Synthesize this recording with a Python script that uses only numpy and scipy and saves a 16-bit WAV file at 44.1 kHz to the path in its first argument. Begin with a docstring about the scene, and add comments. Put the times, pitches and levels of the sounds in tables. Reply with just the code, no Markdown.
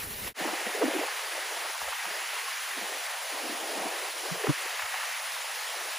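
"""Surf on an exposed shore is heard first; it fades to silence and a stand of tall pines fades in.
Surf, needles and crowns are random noise shaped in pitch and level; gusts add power to a breeze.
Short bursts of noise buffet the two ports of a hand-held microphone, from the shore onwards.
Among the pines come damped sine knocks and the sharp, band-passed ticks of blown debris."""
import sys
import numpy as np
from scipy import signal
from scipy.fft import rfft, irfft
from scipy.io import wavfile
from scipy.ndimage import uniform_filter1d

SR = 44100
rng = np.random.default_rng(int(sys.argv[2]) if len(sys.argv) > 2 else 0)


def put_to_file(sound):
    """Save the sound as 16-bit audio at rate SR, in the file named by the first command-line argument."""
    columns = np.atleast_2d(sound).T  # one column per channel
    safe = np.clip(columns, -1, 1)
    whole_steps = np.round(safe * 32767)
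    wavfile.write(sys.argv[1], SR, whole_steps.astype(np.int16))


N = 264047
TIME = np.arange(N) / SR
HZ = np.fft.rfftfreq(1024, 1 / SR)  # pitches of the noise frames
FRAME_S = np.arange(N // 256 + 5) * 256 / SR  # times of the noise frames

# Wind on the shore. Each row: time in seconds, rumble level in dB, surf level in dB.
SHORE_LEVELS = [(0, -46.5, -36.5), (.1, -48, -38.5), (.3, -45, -37.5)]
# Spectrum of the surf. Each row: frequency in Hz, density in dB per Hz, relative.
SURF_COLOUR = [(150, -43), (400, 3.5), (1200, 2.5), (1900, 6), (3000, 1), (4500, -1), (7000, -4),
               (8500, 2.5), (12000, -1), (14000, 2.5), (15700, -4)]
# Spectrum of the wind rumble on the shore. Each row: frequency in Hz, density in dB per Hz, relative.
RUMBLE_COLOUR = [(20, -14), (45, 0), (75, 1.5), (130, -3), (250, -5), (500, -18), (2000, -60)]
# Likeness of the two ports on the shore. Each row: frequency in Hz, coherence from 0 to 1.
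SURF_COHERENCE = [(300, 1), (700, 0.61), (1400, 0.13), (3000, 0.94), (4000, 1), (7000, 1), (8000, 0.97),
                  (15000, 0.66)]
# Short flurries of air, from low buffets to light rustles.
# Each row: time of the peak in seconds, rms level at the peak in dB, pitch in Hz, length in seconds.
FLURRIES = [(0.275, -42, 814, 0.008), (0.46, -33.5, 252, 0.018), (0.485, -38, 770, 0.024),
            (0.537, -31, 620, 0.005), (0.669, -35, 450, 0.005), (0.795, -36, 403, 0.026),
            (0.821, -26.5, 434, 0.018), (0.827, -28.5, 760, 0.009), (0.838, -26.5, 330, 0.011),
            (0.853, -31, 280, 0.012), (0.884, -33, 450, 0.011), (0.917, -32.5, 470, 0.01),
            (0.939, -32, 330, 0.008), (0.959, -31, 284, 0.018), (0.974, -35, 290, 0.009),
            (0.996, -33, 306, 0.009), (1.016, -33, 432, 0.014), (1.033, -31, 470, 0.012),
            (1.083, -34, 680, 0.009), (1.385, -42, 450, 0.013), (1.651, -36, 624, 0.014),
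            (1.75, -38, 780, 0.02), (1.815, -36, 730, 0.0097), (1.824, -60, 188, 0.011),
            (1.881, -36, 570, 0.012), (1.926, -34, 880, 0.014), (2.053, -34, 780, 0.007),
            (2.084, -46, 350, 0.0058), (2.109, -42, 420, 0.006), (2.183, -44, 450, 0.006),
            (2.204, -44, 500, 0.005), (2.33, -40, 547, 0.0067), (2.366, -34.5, 835, 0.0061),
            (2.483, -34, 950, 0.006), (2.778, -45, 230, 0.016), (2.831, -47, 220, 0.012),
            (3.342, -48, 280, 0.009), (3.374, -34.5, 690, 0.0065), (3.446, -39.5, 280, 0.014),
            (3.499, -41, 254, 0.012), (3.529, -41, 245, 0.018), (3.68, -46, 646, 0.021),
            (3.771, -40.5, 270, 0.018), (3.825, -39, 603, 0.0081), (3.861, -36, 263, 0.012),
            (3.922, -38, 406, 0.0074), (4.259, -36, 417, 0.011), (4.302, -36, 646, 0.0078),
            (4.353, -43, 395, 0.023), (4.402, -42, 436, 0.036), (4.438, -35, 1100, 0.006),
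            (4.45, -33.5, 420, 0.018), (4.472, -31.5, 900, 0.008), (4.496, -31.5, 290, 0.017),
            (4.497, -34, 940, 0.012), (4.657, -44, 370, 0.014), (4.796, -30, 1110, 0.007),
            (4.824, -35, 1130, 0.0083), (4.944, -32, 780, 0.0071), (4.959, -35, 850, 0.0039),
            (5.033, -35, 890, 0.0049), (5.366, -37, 890, 0.0067), (5.743, -35, 676, 0.0067),
            (5.771, -45, 405, 0.007), (5.817, -47, 380, 0.0086), (5.88, -53, 340, 0.012)]
# Rush of the air through the crowns. Each row: time in seconds, level in dB before the low cut.
CROWN_LEVELS = [(0.5, -37.5), (0.7, -38), (0.97, -36.5), (1.45, -40.5), (1.68, -39), (1.78, -45),
                (1.87, -39.5), (2.2, -38), (2.6, -38.5), (3.3, -42.5), (4.0, -39.5), (4.13, -44.5),
                (4.38, -41.5), (4.46, -38), (4.9, -38), (5.03, -36.5), (5.2, -39.5), (5.5, -41),
                (5.95, -40.5)]
# Breeze near the ground. 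Each row: time in seconds, level in dB before the low cut.
BREEZE_LEVELS = [(0.5, -41.5), (1.2, -46.5), (1.35, -44), (1.65, -42.5), (1.76, -47), (1.97, -50),
                 (2.15, -45.5), (2.58, -48), (2.95, -42.5), (3.2, -43.5), (3.4, -41.5), (3.7, -39.5),
                 (4.0, -44), (4.28, -42.5), (4.58, -45.5), (4.68, -47), (4.8, -48), (5.25, -50.5),
                 (5.8, -46)]
# Gusts on top of the breeze. Each row: time of the peak in seconds, level in dB, length in seconds.
GUSTS = [(0.473, -34.5, 0.089), (0.68, -37.5, 0.023), (0.856, -37.5, 0.11), (0.99, -38, 0.081),
         (2.09, -48.5, 0.062), (2.812, -43.5, 0.055), (3.353, -46, 0.025), (3.5, -41.5, 0.039),
         (3.826, -36, 0.089), (4.3, -50, 0.07), (4.468, -43, 0.043)]
# Spectrum of the needles' hiss. Each row: frequency in Hz, density in dB per Hz, relative.
NEEDLE_COLOUR = [(300, -12.5), (900, 4), (2000, 1), (3000, 1), (3600, 0.5), (5000, -0.8), (6500, -3),
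                 (7500, -4), (8400, 1.5), (10000, -1.5), (12000, -8.5), (14000, -6.5), (15600, -8.5)]
# Spectrum of the crowns' roar. Each row: frequency in Hz, density in dB per Hz, relative.
CROWN_COLOUR = [(300, -36), (700, -9.5), (1100, -3.5), (1450, -3), (1900, 2), (2400, -2.5), (2900, -3.5),
                (3600, -14.5), (7000, -20.5)]
# Spectrum of the wind near the ground. Each row: frequency in Hz, density in dB per Hz, relative.
GUST_COLOUR = [(100, 2.5), (280, -3), (450, 0), (740, 4), (1000, -4.5), (1400, -27.5), (2500, -26),
               (6000, -51)]
# Likeness of the ports for needles and crowns. Each row: frequency in Hz, coherence from 0 to 1.
PINE_COHERENCE = [(100, 0.27), (260, 0.62), (420, 1), (620, 0.97), (900, 0.87), (1300, 0.71), (1900, 1),
                  (2400, 1), (7000, 1), (8000, 0.89), (15000, 1)]
# Likeness of the ports for gusts, less alike in the bass. 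Each row: frequency in Hz, coherence.
GUST_COHERENCE = [(100, 0.2), (240, 0.4), (330, 0.8), (450, 0.92), (650, 0.97), (900, 0.9), (1300, 0.7),
                  (2000, 1)]
# Bands of the low roar that hollow out for a while.
# Each row: start in seconds, end in seconds, depth in dB, centre in Hz, width in octaves.
HOLLOWS = [(1.055, 1.3, 8, 270, .4), (1.64, 1.72, 14, 230, 0.44), (1.71, 1.792, 20, 410, 0.37),
           (1.898, 2.043, 16, 310, .35), (1.925, 2.04, 20, 620, .2), (2.185, 2.28, 7, 523, 0.44),
           (2.375, 2.463, 20, 630, .18), (2.47, 2.75, 6, 500, 0.5), (2.62, 2.755, 14, 240, .4),
           (3.016, 3.31, 42, 270, 0.6), (4.54, 4.604, 9, 520, .7), (4.77, 4.935, 16, 350, .4),
           (5.25, 5.72, 12, 280, 0.53), (5.905, 6.1, 28, 303, 0.57)]
# Low knocks and thumps. Each row: time of the peak in seconds, peak level in dB, pitch in Hz.
KNOCKS = [(0.412, -32, 323), (0.42, -40, 180), (0.535, -30, 330), (0.67, -39, 210), (0.752, -27.5, 430),
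          (0.824, -20, 467), (0.84, -25.5, 308), (0.855, -29, 268), (0.883, -23.5, 306), (0.96, -28, 370),
          (1.828, -55, 63), (1.88, -54, 65), (2.069, -52, 196), (2.11, -56, 200), (4.322, -29, 166.4),
          (4.346, -47, 165), (4.368, -48, 168), (4.446, -23.5, 430), (4.473, -27, 413), (4.482, -31, 270),
          (4.498, -18, 143), (4.498, -23, 292), (4.839, -54.5, 88), (4.915, -68, 76)]
# Ticks of blown debris. Each row: start in seconds, peak level in dB, centre in Hz, decay in seconds.
TICKS = [(0.819, -24, 800, 0.0018), (2.054, -27, 1300, 0.004), (4.2997, -29, 1050, 0.0022),
         (4.438, -31, 1100, 0.003), (4.470, -21, 1100, 0.001), (4.823, -26, 1510, 0.0018),
         (4.942, -28, 1100, 0.0017), (5.038, -29, 1400, 0.002), (5.14, -30, 1700, 0.002)]

FADE_S, FADE_OUT_S, FADE_IN_S = 0.338, 0.055, 0.056  # moment of silence, and the ramps around it
# the right port leads above the split; the two would be in phase at the aligned pitch
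PORT_LAG_S, PORT_SPLIT_HZ, PORT_ALIGNED_HZ = .000278, 7650, 6700
# width of a flurry in octaves below its pitch, and above it for a pitch of MIDDLE_HZ;
# higher flurries spread wider upwards, by this power of the pitch
MIDDLE_HZ, SKIRT_BELOW, SKIRT_ABOVE, SKIRT_GROWTH = 900, 0.25, 1.01, 0.23
NEEDLES_DB = -36.5  # steady hiss, before the low cut
# stronger wind reaches lower: lowest pitch at the usual level, the gain in level that lowers it
# an octave, and the pitch that not even the hardest gust reaches below
USUAL_DB, LOWEST_HZ, DB_PER_OCTAVE, DEEPEST_HZ = -43, 322.05, 11, 190
HOLLOW_EDGE_S = 0.0094  # how quickly a hollow opens and closes
# length of a knock at DEEP_HZ, and the power of pitch by which higher knocks are shorter
DEEP_HZ, KNOCK_S, KNOCK_SHORTENING = 150, 0.014, 0.63
KNOCK_LEAD_RAD = 1.9  # phase between the ports at DEEP_HZ, less on either side
RING_ON_DB, RING_ON_S = -17, 0.011  # faint ringing of the body after a knock: start and decay
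TICK_SNAP = 5.4  # height of the first snap against the rms of the crackle at its start
EDGE_HZ = 15650  # upper band limit


def gain_of(db):
    """Logarithmic level: decibels to an amplitude factor."""
    return 10 ** (np.asarray(db) / 20)


def evened(x):
    """Normalisation: scales to an rms of one."""
    return x / np.sqrt(np.mean(x ** 2) + 1e-20)


def read(points):
    """Interpolation along logarithmic pitch: a table over frequency, read at every bin."""
    f, value = np.transpose(points)
    return np.interp(np.log(HZ + 1), np.log(f + 1), value)


def follow(rows, axis=1):
    """Linear interpolation in time: one column of a curve, read at every frame."""
    rows = np.array(rows)
    return np.interp(FRAME_S, rows[:, 0], rows[:, axis])[:, None]


def swell(t, length, rise):
    """Gaussian envelope: a bell around t = 0 whose rise is a given share of its dying length."""
    return np.exp(-(t / np.where(t < 0, rise * length, length)) ** 2)


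def eddies(flicker_db, patchy_db):
    """Turbulent modulation in dB: a flicker shared by all pitches, and patches that come and go."""
    flicker = rng.standard_normal((len(FRAME_S), 1))
    flicker = evened(uniform_filter1d(flicker, size=3, axis=0))
    patches = rng.standard_normal((len(FRAME_S), len(HZ)))
    patches = uniform_filter1d(patches, size=9, axis=0)  # smooth in time
    patches = evened(uniform_filter1d(patches, size=14, axis=1))  # smooth in pitch
    return flicker_db * flicker + patchy_db * patches


def air(colour, level_db, coherence):
    """Partial coherence: coloured noise at two ports, part shared; one leads in the top treble."""
    a, b, c, d = rng.standard_normal((4, len(FRAME_S), len(HZ)))
    same = np.clip(read(coherence), -1, 1)
    left = a + 1j * b
    right = same * left + np.sqrt(1 - same ** 2) * (c + 1j * d)
    lead_hz = (HZ - PORT_ALIGNED_HZ) * (HZ > PORT_SPLIT_HZ)
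    right = right * np.exp(2j * np.pi * PORT_LAG_S * lead_hz)
    spectra = np.array([left, right]) * evened(gain_of(read(colour))) * gain_of(level_db)
    noise = signal.istft(spectra.transpose(0, 2, 1), nperseg=1024, noverlap=768)[1]
    return noise[:, :N] / np.sqrt(341)  # overlapped random frames have a power of about 341


def shore():
    """Superposed noise sources: spray hisses over the breakers, wind rumbles on the microphone."""
    surf_db = follow(SHORE_LEVELS, axis=2) + eddies(flicker_db=1.3, patchy_db=1.7)
    surf = air(SURF_COLOUR, surf_db, SURF_COHERENCE)
    rumble_db = follow(SHORE_LEVELS) + eddies(flicker_db=3.5, patchy_db=1.5)
    rumble = air(RUMBLE_COLOUR, rumble_db, SURF_COHERENCE)
    return surf + rumble.mean(0)  # the rumble is the same at both ports


def flurries(rise=0.51, apart=0.081, size=8192):
    """Filtered turbulence: bursts cut steeply below a pitch; the lower, the more the ports differ."""
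    out = np.zeros((2, N))
    hz = np.fft.rfftfreq(size, 1 / SR)
    for s, db, pitch_hz, length in FLURRIES:
        start = round(s * SR) - size // 2
        shape = swell(TIME[start:start + size] - s, length, rise)
        octaves = np.log2((hz + 1) / pitch_hz)
        above = SKIRT_ABOVE * (pitch_hz / MIDDLE_HZ) ** SKIRT_GROWTH
        skirt = np.where(octaves < 0, SKIRT_BELOW, above)
        bursts = rfft(shape * rng.standard_normal((2, size)))
        shared, own = irfft(bursts * np.exp(-(octaves / skirt) ** 2))
        difference = apart * MIDDLE_HZ / pitch_hz * evened(own)
        ports = evened(shared) + difference * np.array([[1], [-1]])
        out[:, start:start + size] += gain_of(db) * np.sqrt(np.mean(shape ** 2)) * ports
    return out


def ground_wind():
    """Addition of powers: level in dB of the breeze near the ground together with its gusts."""
    power = gain_of(follow(BREEZE_LEVELS)) ** 2
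    for s, db, length in GUSTS:
        gust = gain_of(db) * swell(FRAME_S - s, length, rise=1)
        power = power + gust[:, None] ** 2
    return 10 * np.log10(power)


def low_edge(wind_db, steep_db=95, most_db=75):
    """High-pass loss in dB, steep then levelling off; its edge sinks as the wind blows harder."""
    lowest_hz = LOWEST_HZ * 2 ** ((USUAL_DB - wind_db) / DB_PER_OCTAVE)
    lowest_hz = np.maximum(lowest_hz, DEEPEST_HZ)
    octaves_below = np.maximum(np.log2(lowest_hz / (HZ + 1)), 0)
    return -most_db * np.tanh(steep_db * octaves_below / most_db)


def hollows():
    """Band-stop loss in dB: a band of the low roar drops out and comes back abruptly."""
    t, loss = FRAME_S[:, None], 0
    for start, end, db, hz, octaves in HOLLOWS:
        opened = np.tanh((t - start) / HOLLOW_EDGE_S)
        closed = np.tanh((t - end) / HOLLOW_EDGE_S)
        band = np.exp(-(np.log2((HZ + 1) / hz) / octaves) ** 2)
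        loss = loss - db * (opened - closed) / 2 * band
    return loss


def pines():
    """Broadband wind noise: needles hiss evenly, crowns swell and sink, near gusts flutter."""
    wind_db = ground_wind()
    cut_db = low_edge(wind_db) + hollows()
    hiss_db = NEEDLES_DB + cut_db + eddies(flicker_db=0.43, patchy_db=1.07)
    hiss = air(NEEDLE_COLOUR, hiss_db, PINE_COHERENCE)
    rush_db = follow(CROWN_LEVELS) + cut_db + eddies(flicker_db=0.14, patchy_db=1.2)
    rush = air(CROWN_COLOUR, rush_db, PINE_COHERENCE)
    gust_db = wind_db + cut_db + eddies(flicker_db=2.0, patchy_db=1.53)
    gust = air(GUST_COLOUR, gust_db, GUST_COHERENCE)
    return hiss + rush + gust


def knocks(rise=0.6, rough_rad=0.16):
    """Damped oscillation: a quick swell, a few uneven cycles, and ports that feel it out of step."""
    out = np.zeros((2, N))
    for s, db, hz in KNOCKS:
        t = TIME - s
        length = KNOCK_S * (DEEP_HZ / hz) ** KNOCK_SHORTENING
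        ring_on = (t > 0) * gain_of(RING_ON_DB) * np.exp(-abs(t) / RING_ON_S)
        shape = np.maximum(swell(t, length, rise), ring_on)
        lead = KNOCK_LEAD_RAD * min(DEEP_HZ / hz, hz / DEEP_HZ)
        # slow random phase makes the cycles uneven
        grit = uniform_filter1d(rng.standard_normal(N), size=70)
        grit = evened(uniform_filter1d(grit, size=70))
        phase = 2 * np.pi * (hz * t + rng.random()) + rough_rad * grit
        ring = np.sin(phase + np.array([[0], [lead]]))
        high_pass = signal.butter(3, hz / 2, "high", fs=SR, output="sos")
        out += signal.sosfiltfilt(high_pass, gain_of(db) * shape * ring)
    return out


def ticks():
    """Impulse excitation: a snap and a heavily damped crackle, filtered about two octaves wide."""
    out = np.zeros(N)
    for s, db, hz, decay in TICKS:
        burst = rng.standard_normal(N) * (TIME >= s) * np.exp(-abs(TIME - s) / decay)
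        burst[round(s * SR)] += TICK_SNAP
        band_pass = signal.butter(4, [hz / 2, hz * 2], "band", fs=SR, output="sos")
        tick = signal.sosfilt(band_pass, burst + 1e-18)
        out += gain_of(db) * tick / abs(tick).max()
    return out


def scene():
    """Amplitude fading and superposition: the shore sinks to silence and the pines rise from it."""
    fade_out = (FADE_S - TIME) / FADE_OUT_S
    fade_in = (TIME - FADE_S) / FADE_IN_S
    fade = np.clip(np.maximum(fade_out, fade_in), 0, 1) ** 1.65
    place = np.where(TIME < FADE_S, shore(), pines())
    return fade * (place + flurries() + knocks() + ticks())


def record(dry):
    """Band limitation: a linear-phase low-pass, the band limit of the recorder."""
    low_pass = signal.firwin(511, EDGE_HZ, window=("kaiser", 9), fs=SR)
    return signal.oaconvolve(dry, low_pass[None], "same")


dry = scene()
out = record(dry)
put_to_file(out)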